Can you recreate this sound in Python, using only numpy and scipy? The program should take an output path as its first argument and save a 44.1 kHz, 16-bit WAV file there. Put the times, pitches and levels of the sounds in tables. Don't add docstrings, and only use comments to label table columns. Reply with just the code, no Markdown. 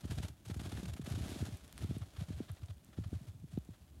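import sys
import numpy as np
from scipy.fft import rfft, irfft, next_fast_len
from scipy.io import wavfile
from scipy.ndimage import map_coordinates

SR = 44100
rng = np.random.default_rng(int(sys.argv[2]) if len(sys.argv) > 2 else 0)


def master(y):
    cut = np.clip(np.atleast_2d(y).T, -1, 1)
    pcm = np.round(cut * 32767)
    wavfile.write(sys.argv[1], SR, pcm.astype(np.int16))


N = 176400


def amp(db):
    return 10 ** (np.asarray(db) / 20)


def unit(x):
    return x / np.sqrt(np.mean(x ** 2) + 1e-20)


def tone_gain(points, hz):
    pitch_hz, level_db = np.transpose(points)
    return amp(np.interp(np.log(hz + 1), np.log(pitch_hz + 1), level_db))


def filtered(x, response):
    size = next_fast_len(N + SR // 2)
    return irfft(rfft(x, size) * response(np.fft.rfftfreq(size, 1 / SR)), size)[:N]


def highpass(hz, edge_hz, order):
    return np.sqrt(1 - 1 / (1 + (hz / edge_hz) ** (2 * order)))


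def shaped_noise(points):
    return unit(filtered(rng.standard_normal(N), lambda hz: tone_gain(points, hz)))


def wobble(per_s):
    values = rng.standard_normal(int(N * per_s / SR) + 4)
    return map_coordinates(values, [np.arange(N) * per_s / SR])


def add(track, start_s, sound):
    start = max(0, round(start_s * SR))
    part = track[start:start + len(sound)]
    part += sound[:len(part)]


def falling_note(t, start_hz, end_hz, sag_s):
    pitch_hz = end_hz + (start_hz - end_hz) * np.exp(-t / sag_s)
    return np.sin(2 * np.pi * np.cumsum(pitch_hz) / SR)


def room(level_db=-65):
    # pitch_hz, relative_db
    room_tone = [(24, -42), (40, 9), (140, 6.5), (479, -16), (615, -13), (1050, -19.5), (1850, -30.5),
                 (2910, -28.5), (3560, -46), (6170, -26)]
    return amp(level_db) * shaped_noise(room_tone)


def ticks(faint_per_s=10, faint_db=-57, faint_edge_hz=3000, splinter=0.44, splinter_decay_s=0.00021):
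    # time_s, level_db, low_edge_hz
    clear_ticks = [(1.4552, -42, 4000), (1.5718, -47.5, 5000), (1.6791, -46.5, 1500), (1.7272, -32, 1250),
                   (1.7791, -32, 1100), (1.9836, -43.5, 7900), (2.5174, -46, 8000), (2.6602, -49.5, 2000),
                   (2.8472, -47.5, 5500), (3.5877, -46.5, 1990)]
    # pitch_hz, relative_db
    tick_tone = [(500, 10), (3000, 2), (9000, 3.5), (12500, 2), (15500, -21.5)]
    out, hz = np.zeros(N), np.fft.rfftfreq(512, 1 / SR)
    t = np.arange(len(hz)) / SR
    chance = rng.random((int(faint_per_s * N / SR), 2))
    faint_ticks = [(when * N / SR, faint_db + 2 * (2 * size - 1), faint_edge_hz) for when, size in chance]
    for time_s, level_db, edge_hz in list(clear_ticks) + faint_ticks:
        bass_cut = 1j * hz / (edge_hz + 1j * hz) * highpass(hz, edge_hz, order=3)
        snap = np.fft.fftshift(irfft(tone_gain(tick_tone, hz) * bass_cut))
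        snap /= np.abs(snap).max()
        splinters = splinter * rng.choice([-1, 1], len(t)) * np.exp(-t / splinter_decay_s)
        splinters[0] = 1
        add(out, time_s - len(snap) / 2 / SR, amp(level_db) * np.convolve(snap, splinters))
    return out


def friction(ringing, catches_per_s=2500, spread_db=7.5, catch_share=0.49, drift_db=4):
    # pitch_hz, relative_db
    skin_tone = [(260, 11), (450, -0.5), (500, -4.5), (589, 2.5), (782, -2.5), (895, -6), (1340, -9),
                 (1810, -9), (3330, -7), (4990, -10.5), (6930, -11.5), (11500, -14), (13500, -23.5),
                 (15800, -30)]
    # pitch_hz, width_hz, boost_db (multiplied by ringing)
    casing_notes = [(1380, 300, 5), (1670, 380, 3.5), (3570, 1400, 2.5), (6800, 270, 2)]
    catches = (rng.random(N) < catches_per_s / SR) * rng.choice([-1, 1], N)
    catches = catches * amp(spread_db * np.clip(rng.standard_normal(N), -2, 2))
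    sliding = np.sqrt(catch_share) * unit(catches) + np.sqrt(1 - catch_share) * rng.standard_normal(N)
    skin = filtered(sliding, lambda hz: tone_gain(skin_tone, hz) * highpass(hz, edge_hz=357, order=3))
    ring = np.zeros(N)
    for pitch_hz, width_hz, boost_db in casing_notes:
        strength = (amp(ringing * boost_db) - 1) * amp(drift_db * wobble(per_s=35))
        ring += strength * filtered(skin, lambda hz: 1 / (1 + 2j * (hz - pitch_hz) / width_hz))
    return unit(skin + ring)


def rub(hiss_gain_db=5.5, flutter_db=1.0, rumble_gain_db=10.5, lumps_db=6.0, firm_grip_db=-64):
    # time_s, level_db
    rub_levels = [(0, -72), (.29, -67), (.33, -77.5), (.44, -78), (.6, -69.5), (.79, -62), (0.92, -70.5),
                  (1.03, -74), (1.1, -70), (1.22, -59.5), (1.38, -58.5), (1.46, -64.5), (1.54, -63.5),
                  (1.62, -70.5), (1.75, -71), (1.84, -66.5), (2.1, -72), (2.38, -68.5), (2.6, -74),
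                  (2.82, -78.5), (3.0, -73.5), (3.22, -73), (3.38, -80), (3.62, -76.5), (4, -78.5)]
    # pitch_hz, relative_db
    rumble_tone = [(40, -21), (68, 5), (100, -8.5), (150, -10.5), (300, -14), (700, -52)]
    level_db = np.interp(np.arange(N) / SR, *np.transpose(rub_levels))
    hiss = amp(hiss_gain_db + flutter_db * wobble(per_s=80)) * friction(ringing=0.61)
    rumble = amp(rumble_gain_db + lumps_db * wobble(per_s=30.28)) * shaped_noise(rumble_tone)
    return amp(level_db) * hiss + amp(np.minimum(level_db, firm_grip_db)) * rumble


def bumps(thud_gain_db=5.5, usual_db=-37, rise_s=0.0029, decay_s=0.0039, tail_db=-15, tail_decay_s=0.022,
          clack_hz=720, clack_rise_s=0.0013, clack_decay_s=0.0021, pitch_spread=0.06, sag_spread=0.32):
    # start_s, level_db (before thud_gain_db)
    knocks = [(0.05, -34.5), (0.116, -34.5), (0.1811, -36), (0.199, -36.5), (0.2448, -36.5), (0.4964, -34),
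              (0.513, -37), (0.561, -36), (0.5952, -35), (0.6145, -36.5), (0.659, -36), (0.6809, -37),
              (0.725, -36), (0.779, -36.5), (0.7959, -36.5), (0.828, -36), (0.8686, -36.5), (0.9525, -42),
              (0.9934, -33), (1.074, -33), (1.119, -36.5), (1.1387, -35), (1.1745, -34.5), (1.2075, -33),
              (1.2328, -37.5), (1.2582, -36.5), (1.2924, -37), (1.316, -34.5), (1.359, -35.5),
              (1.404, -33.5), (1.4237, -31.5), (1.4859, -35), (1.54, -43.5), (1.8435, -30), (1.908, -30.5),
              (1.965, -33), (2.303, -32), (2.402, -29.5), (2.887, -48.5), (2.9847, -30.5), (3.1273, -32),
              (3.439, -44.5), (3.5739, -25), (3.688, -37.5)]
    out, t = np.zeros(N), np.arange(SR // 10) / SR
    rise = 1 - np.exp(-(t / rise_s) ** 3)
    fade = np.exp(-t / decay_s) + amp(tail_db) * np.exp(-t / tail_decay_s)
    clack_shape = (1 - np.exp(-(t / clack_rise_s) ** 2)) * np.exp(-t / clack_decay_s)
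    clack = clack_shape * np.sin(2 * np.pi * clack_hz * t)
    grips = np.exp([pitch_spread, sag_spread] * rng.standard_normal((len(knocks), 2)))
    for (start_s, level_db), (tuning, stretch) in zip(knocks, grips):
        hardness_db = level_db - usual_db
        start_hz = tuning * (364 + 3.5 * hardness_db)
        clack_db = usual_db - 20 + 1.46 * hardness_db
        note = falling_note(t, start_hz, end_hz=62.8, sag_s=0.00704 * stretch)
        thud = amp(level_db + thud_gain_db) * rise * fade * note
        add(out, start_s, thud + amp(clack_db) * clack)
    return out


def shudders(usual_start_hz=239.9, firm_end_hz=72.2, firm_db=-38, hz_per_db=2.5, usual_length_s=0.0591,
             rise_share=0.3486, pitch_spread=0.065, length_spread=0.083, rough_db=2.5, waver=0.12):
    # loudest_at_s, level_db
    slips = [(0.051, -35.5), (0.11, -33.5), (0.138, -35.5), (.183, -35.5), (0.209, -45), (0.245, -35.5),
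             (0.308, -49.5), (0.477, -45), (0.522, -39.5), (0.572, -39.5), (0.65, -40), (0.67, -38.5),
             (0.733, -40.5), (0.758, -39.5), (0.849, -42), (0.894, -35.5), (0.93, -39), (1.014, -46.5),
             (1.041, -43), (1.123, -34.5), (1.163, -34.5), (1.206, -39), (1.242, -37.5), (1.311, -38),
             (1.424, -34), (1.477, -42), (1.536, -39.5), (1.841, -35.5), (1.904, -35), (1.925, -44),
             (1.96, -41.5), (2.022, -37.5), (2.195, -39), (2.224, -36.5), (2.298, -38.5), (2.346, -36.5),
             (2.384, -42), (2.513, -37.5), (2.636, -38), (2.706, -37.5), (2.988, -37), (3.02, -38),
             (3.069, -37), (3.136, -38), (3.159, -35.5), (3.22, -47), (3.291, -39.5), (3.354, -46),
             (3.411, -47), (3.442, -44.5), (3.544, -41.5), (3.707, -45.5)]
    out = np.zeros(N)
    unsteady = np.exp(waver * wobble(per_s=100))
    grips = np.exp([pitch_spread, length_spread] * rng.standard_normal((len(slips), 2)))
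    for (loudest_at_s, level_db), (tuning, stretch) in zip(slips, grips):
        length_s = usual_length_s * stretch
        rise_s = length_s * rise_share
        t = np.arange(int(length_s * SR)) / SR
        swell = np.sin(np.pi / 2 * np.interp(t, [0, rise_s, length_s], [0, 1, 0])) ** 2
        usual_end_hz = firm_end_hz + hz_per_db * max(0, firm_db - level_db)
        bend = tuning * unsteady[round(loudest_at_s * SR):][:len(t)]
        note = falling_note(t, bend * usual_start_hz, bend * usual_end_hz, sag_s=0.01263 * stretch)
        add(out, loudest_at_s - rise_s, amp(level_db) * swell * note)
    return out * amp(rough_db * wobble(per_s=170))


def soft_step(x):
    return (1 + np.tanh(x / 2)) / 2


def scrapes(flutter_db=2.0, light_below_db=-4, rise_share=0.12, fall_share=0.25):
    # middle_s, length_s, level_db, treble_db
    strokes = [(.012, 0.0078, -58.5, 3), (0.044, 0.012, -54, -5.5), (0.056, 0.012, -62.5, 8),
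               (0.085, 0.012, -54, -2), (0.117, 0.025, -47.5, -0.5), (0.158, 0.023, -60.5, 6.5),
               (0.187, 0.022, -50.5, -2), (0.238, 0.03, -49, -1.5), (0.285, 0.0055, -53, 5),
               (0.46, 0.016, -57, 3.5), (0.485, 0.018, -58.5, 4.5), (0.508, 0.016, -47.5, -0.5),
               (0.546, 0.012, -54, 2), (0.572, 0.015, -60, 4), (0.6, 0.012, -49, -4),
               (0.611, 0.011, -51.5, 2), (0.64, 0.015, -52, 0), (0.661, 0.021, -49, -1.5),
               (0.697, 0.0061, -55, 3), (0.723, 0.014, -50.5, -1.5), (0.754, 0.016, -59, -1),
               (0.774, 0.014, -51.5, -5), (0.8, 0.01, -52.5, -0.5), (0.835, 0.0082, -54, 1),
               (.859, 0.01, -51.5, -3), (0.892, 0.021, -48.5, 0), (0.939, 0.0087, -54, 2.5),
               (0.974, 0.016, -52, -1), (1.019, 0.01, -54, 1), (1.048, 0.014, -59.5, 4),
               (1.068, 0.02, -49.5, -1), (1.1, 0.029, -51, 1), (1.126, 0.019, -49.5, 0),
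               (1.155, 0.013, -49.5, 0), (1.189, 0.021, -54, -2), (1.25, 0.034, -53.5, -10),
               (1.413, 0.014, -51.5, -5), (1.464, 0.025, -52, -1), (1.648, 0.01, -66, 6),
               (1.791, 0.014, -58.5, 1), (1.829, 0.028, -52, -2), (1.906, 0.026, -56.5, -4),
               (1.956, 0.027, -56.5, -3), (2.024, 0.025, -59.5, -4.5), (2.17, 0.015, -53.5, -6),
               (2.213, 0.046, -56.5, -1.5), (2.292, 0.016, -57.5, -4), (2.33, 0.017, -57.5, -4),
               (2.392, 0.022, -59.5, -3), (2.433, 0.018, -61.5, -6), (2.494, 0.017, -57.5, -10),
               (2.573, 0.011, -61, -10), (2.621, 0.0059, -59.5, -12), (2.637, 0.01, -60, -5),
               (2.687, 0.0064, -57.5, -11), (2.705, 0.013, -60.5, -4), (2.937, 0.015, -62, -5),
               (2.982, 0.022, -60, -5), (3.044, 0.012, -58.5, -5), (3.149, 0.036, -61, -1.5),
               (3.28, 0.025, -61.5, -1), (3.533, 0.046, -65.5, 1), (3.577, 0.0093, -61.5, -5.5),
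               (3.675, 0.008, -68.5, -5.5), (3.742, 0.015, -63, -4.5)]
    out, t = np.zeros(N), np.arange(N) / SR
    for light, grit in ((False, friction(ringing=1.0)), (True, friction(ringing=1.7))):
        treble = filtered(grit, lambda hz: highpass(hz, edge_hz=5200, order=4) ** 2)
        body_power, treble_power = np.zeros(N), np.zeros(N)
        for middle_s, length_s, level_db, treble_db in strokes:
            if (treble_db < light_below_db) == light:
                position = (t - middle_s) / length_s
                catch = soft_step((position + 0.5) / rise_share)
                let_go = soft_step((0.5 - position) / fall_share)
                stroke = amp(level_db) * catch * let_go
                body_power += stroke ** 2
                treble_power += (stroke * amp(treble_db)) ** 2
        out += np.sqrt(body_power) * (grit - treble) + np.sqrt(treble_power) * treble
    return amp(flutter_db * wobble(per_s=160)) * out


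def scene():
    return (scrapes() + rub() + shudders() + bumps() + ticks() + room())[None]


def record(dry):
    top_hz = 15850
    return filtered(dry[0], lambda hz: highpass(hz, edge_hz=42, order=4) * (hz < top_hz))[None]


dry = scene()
out = record(dry)
master(out)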